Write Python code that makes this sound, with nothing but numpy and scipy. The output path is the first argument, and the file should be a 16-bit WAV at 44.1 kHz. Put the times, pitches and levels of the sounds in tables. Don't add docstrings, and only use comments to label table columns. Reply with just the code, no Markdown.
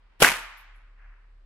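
import sys
import numpy as np
from scipy import signal
from scipy.fft import rfft, irfft, next_fast_len
from scipy.io import wavfile
from scipy.ndimage import map_coordinates

SR = 44100
rng = np.random.default_rng(int(sys.argv[2]) if len(sys.argv) > 2 else 0)


def invert_db(x):
    u = np.asarray(x, float) / 20
    return 10 ** u


def wrap_up_sound(samples):
    columns = np.atleast_2d(samples).T
    tamed = np.clip(columns, -1, 1)
    steps = np.round(tamed * 32767).astype(np.int16)
    wavfile.write(sys.argv[1], SR, steps)


N = 63945
BANG_S = .2202

# (frequency [Hz], correlation [-1..1])
FAR_ALIKE = [(60, 0.99), (150, 0.83), (380, -2.4), (950, 1), (2380, 0.14), (5980, -0.23), (15000, 1)]
# (frequency [Hz], correlation [-1..1])
NEAR_ALIKE = [(40, .2), (90, .3), (160, .75), (700, .75), (1400, .88), (2600, .15), (6000, .05),
              (14000, -.1)]


def along(points, hz):
    f, v = np.transpose(points)
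    return np.interp(np.log(hz + 1), np.log(f + 1), v)


def wobble(rate):
    knots = rng.standard_normal(int(N * rate / SR) + 4)
    return map_coordinates(knots, [np.arange(N) * rate / SR])


def filtered(x, response):
    m = next_fast_len(N + 8192)
    return irfft(rfft(x, m) * response(np.fft.rfftfreq(m, 1 / SR)), m)[..., :N]


def rush(spectrum, alike):
    closed = [(spectrum[0][0] * .7, -120)] + list(spectrum) + [(spectrum[-1][0] * 1.3, -120)]

    def mid_side(hz):
        turn = np.arccos(np.clip(along(alike, hz), -1, 1)) / 2
        return invert_db(along(closed, hz)) * [np.cos(turn), np.sin(turn)]

    mid, side = filtered(rng.standard_normal((2, N)), mid_side)
    pair = np.array([mid + side, mid - side])
    return pair / np.sqrt(np.mean(pair ** 2))


def swell(start_s, rise_s, t60):
    t = np.maximum(np.arange(N) / SR - start_s, 0)
    return (1 - np.exp(-t / rise_s)) * invert_db(-60 * t / t60)


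def dying(x, start_s, rise_s, decays):
    hz, t, z = signal.stft(x, SR, nperseg=256)
    fade_db = -60 * (t - start_s).clip(0) / along(decays, hz)[:, None]
    faded = signal.istft(z * invert_db(fade_db), SR, nperseg=256)[1]
    return faded[:, :N] * swell(start_s, rise_s, np.inf)


def still_air():
    # (frequency [Hz], density [dB per Hz])
    air = [(59, -26), (100, -3.5), (285, -8.5), (549, -6.5), (897, -13.5), (1040, -6.5), (5000, -24.5),
           (6500, -53), (11000, -120)]
    # (frequency [Hz], correlation [-1..1])
    air_alike = [(40, .9), (200, .2), (1200, 0), (4000, 0.019)]
    # (frequency [Hz], density [dB per Hz])
    rumble = [(22, -7.5), (33, 0.5), (44, -1), (75, -16.5), (130, -25.5)]
    # (frequency [Hz], density [dB per Hz])
    hiss = [(2500, 0), (5000, -5), (7000, -8), (9400, -8), (9900, -24), (15500, -26)]
    quiet = invert_db(-71.5) * rush(air, air_alike)
    low = invert_db(-64 + 2.3 * wobble(6.6)) * rush(rumble, [(40, .95), (100, 0.62)])
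    return quiet + low + invert_db(-87.5) * rush(hiss, [(5000, 0.0032)])


def drone():
    # (time [s], pitch [Hz], level [dB])
    firing = [(0, 37.2, -59), (.17, 35.73, -60), (.3, 35.3, -47.5), (0.4, 35.45, -53),
              (0.524, 36.03, -56.5), (0.784, 35.63, -49), (0.81, 36.06, -55.5), (0.842, 35.67, -47.5),
              (0.876, 35.4, -52), (1.098, 35.74, -46.5), (1.19, 36.57, -54.5), (1.318, 36.06, -50),
              (1.44, 34.47, -49)]
    s, hz, db = np.transpose(firing)
    t = np.arange(N) / SR
    turn = 2 * np.pi * np.cumsum(np.interp(t, s, hz)) / SR
    turn = turn - turn[-1] + .1
    octave = invert_db(-27 + 4 * wobble(14)) * np.sin(2 * turn)
    return np.sqrt(2) * invert_db(np.interp(t, s, db)) * (np.sin(turn) + octave)


def earlier_bang():
    # (frequency [Hz], density [dB per Hz])
    ring = [(240, -37.5), (400, -5.5), (428, -17.5), (957, -3), (1110, -6), (2370, -7), (6000, -29),
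            (7800, -60.5), (13200, -120)]
    t60 = 1.5
    t = np.arange(N) / SR
    swell_db = 4.5 * (t / BANG_S).clip(0, 1) ** 2
    level_db = -71.5 + swell_db - 60 * (t - BANG_S).clip(0) / t60
    return invert_db(level_db + 1.2 * wobble(77)) * rush(ring, FAR_ALIKE)


def far_slope():
    # (frequency [Hz], density [dB per Hz])
    slope = [(240, -57), (400, -18), (448, -31), (568, -6), (1710, 5.5), (2680, -3), (3990, -34),
             (6000, -26), (7800, -74), (13200, -120)]
    start_s, rise_s, t60 = .94, .07, .95
    shape = swell(start_s, rise_s, 2 * t60) ** 2
    return invert_db(-50 + .8 * wobble(260)) * shape * rush(slope, FAR_ALIKE)


def deep_wood():
    # (frequency [Hz], density [dB per Hz])
    wood = [(180, -34), (300, -22), (513, -11), (978, -7), (2200, -3.5), (3660, -13.5), (6000, -20),
            (9000, -27)]
    # (frequency [Hz], time to fall 60 dB [s])
    wood_t60 = [(250, 0.76), (550, .95), (1200, 1.22), (2500, 1.073), (5000, .85), (9000, 0.76)]
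    rise_s = 0.013
    return invert_db(-30.5 + 0.24 * wobble(200)) * dying(rush(wood, FAR_ALIKE), BANG_S, rise_s, wood_t60)


def near_scatter():
    # (frequency [Hz], density [dB per Hz])
    scatter = [(50, -20), (500, -14), (900, -10.5), (1600, -9), (2800, -9.5), (3500, -16), (8500, -18.5),
               (11300, -18), (16000, -28.5)]
    # (frequency [Hz], time to fall 60 dB [s])
    scatter_t60 = [(60, 0.37), (150, .33), (400, 0.35), (1500, .45), (4000, 0.38), (8000, .34),
                   (11500, .36), (14500, 0.3)]
    grain_db, grain_fade_s = 3, 0.28
    after = (np.arange(N) / SR - BANG_S).clip(0)
    grains = grain_db * np.exp(-after / grain_fade_s) * wobble(450)
    return invert_db(-13 + grains) * dying(rush(scatter, NEAR_ALIKE), BANG_S, .0003, scatter_t60)


def grit():
    # (time [s], level [dB], centre [Hz], width [Hz], rise [s], time to fall 60 dB [s])
    patters = [
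        (0.5665, -50.5, 12800, 4700, .012, 0.15),
        (.735, -73.5, 10900, 700, .015, .25),
        (.756, -66, 11000, 800, .003, .04),
        (0.52, -61, 4700, 2200, 0.023, .4),
    ]
    skirt_db = -12
    out = np.zeros((2, N))
    for s, db, hz, width, rise_s, t60 in patters:
        skirt = [(hz * .6, skirt_db - 6), (hz - width * .6, skirt_db)]
        band = [(hz - width / 2, 0), (hz + width / 2, -3)]
        shape = swell(s, rise_s, 2 * t60) ** 2
        out += invert_db(db + 2.4 * wobble(700)) * shape * rush(skirt + band, [(hz, .3)])
    return out


def lead_hiss():
    # (frequency [Hz], density [dB per Hz])
    lead_noise = [(59, -35.5), (100, -2.5), (2470, -9), (3050, -4), (3320, -9), (9210, -16), (10900, -10),
                  (16000, -22.5)]
    start_s, lead_s = .2012, .191
    ramp = (np.arange(N) / SR - start_s) / (BANG_S - start_s)
    main = swell(start_s, .0022, np.inf) ** 0.77
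    lead = invert_db(-15) * swell(lead_s, .009, np.inf) ** 2
    level = invert_db(-29 + 3 * ramp.clip(0, 1))
    return (ramp < 1) * (main + lead) * level * rush(lead_noise, NEAR_ALIKE)


def blast_and_echoes():
    # (time [s], peak [dB], pitch [Hz], cycles to fade, left over right [dB])
    arrivals = [(.2201, -11, 2900, 5, 6), (.22185, -6.5, 640, 2.2, 0), (.2237, -9, 2900, 7, -2),
                (.2287, -7, 1050, 2.2, 3), (.2324, -6.5, 1300, 1.8, 2), (.23965, -8.5, 1900, 2.4, 1),
                (.2444, -7, 1600, 7, 0), (.2470, -2, 1650, 4, 0), (.2212, -15, 470, 2.5, 1.5),
                (.2206, -23, 190, 1.8, 2.2), (.2203, -32, 26, 1.3, 0), (.2505, -13, 2700, 5, 1),
                (.2535, -15, 900, 2.4, 0), (.2587, -14, 1800, 3, 0), (.2622, -18, 2500, 3, 0),
                (.2474, -17, 5500, 2, 0), (.2690, -13, 1900, 6, 0), (.2768, -14, 2300, 6, 0),
                (.2815, -18, 2400, 6, 0), (.2965, -19, 2200, 6, 0), (1.043, -55, 1650, 12, 0),
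                (1.14, -51, 1600, 3, 0)]
    lag_s_per_db = 1.5e-5
    lead_s, length = .001, SR // 20
    out, side = np.zeros((2, N)), np.array([[.5], [-.5]])
    for s, db, hz, cycles, pan_db in arrivals:
        t = (np.arange(length) / SR - lead_s + side * pan_db * lag_s_per_db).clip(0)
        u = t * hz / cycles
        shape = (1 - np.exp(-8 * u)) * np.exp(-3 * u * u)
        level = invert_db(db + 3.5 + side * pan_db)
        out[:, round((s - lead_s) * SR):][:, :length] += level * np.sin(2 * np.pi * hz * t) * shape
    return out


def scene():
    background = still_air() + drone() + earlier_bang()
    answer = far_slope() + deep_wood() + near_scatter()
    return background + answer + grit() + lead_hiss() + blast_and_echoes()


def band_limit(x):
    return signal.sosfilt(signal.butter(12, 16470, fs=SR, output="sos"), x)


def record(dry):
    top_hz = 15800
    ends = np.linspace(dry[:, 0], dry[:, -1], N, axis=1)
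    x = ends + filtered(dry - ends, lambda hz: 1 / (1 + (hz / top_hz) ** 90))
    clipped = x / (1 + np.abs(x) ** 8) ** (1 / 8)
    return band_limit(clipped)


dry = scene()
out = record(dry)
wrap_up_sound(out)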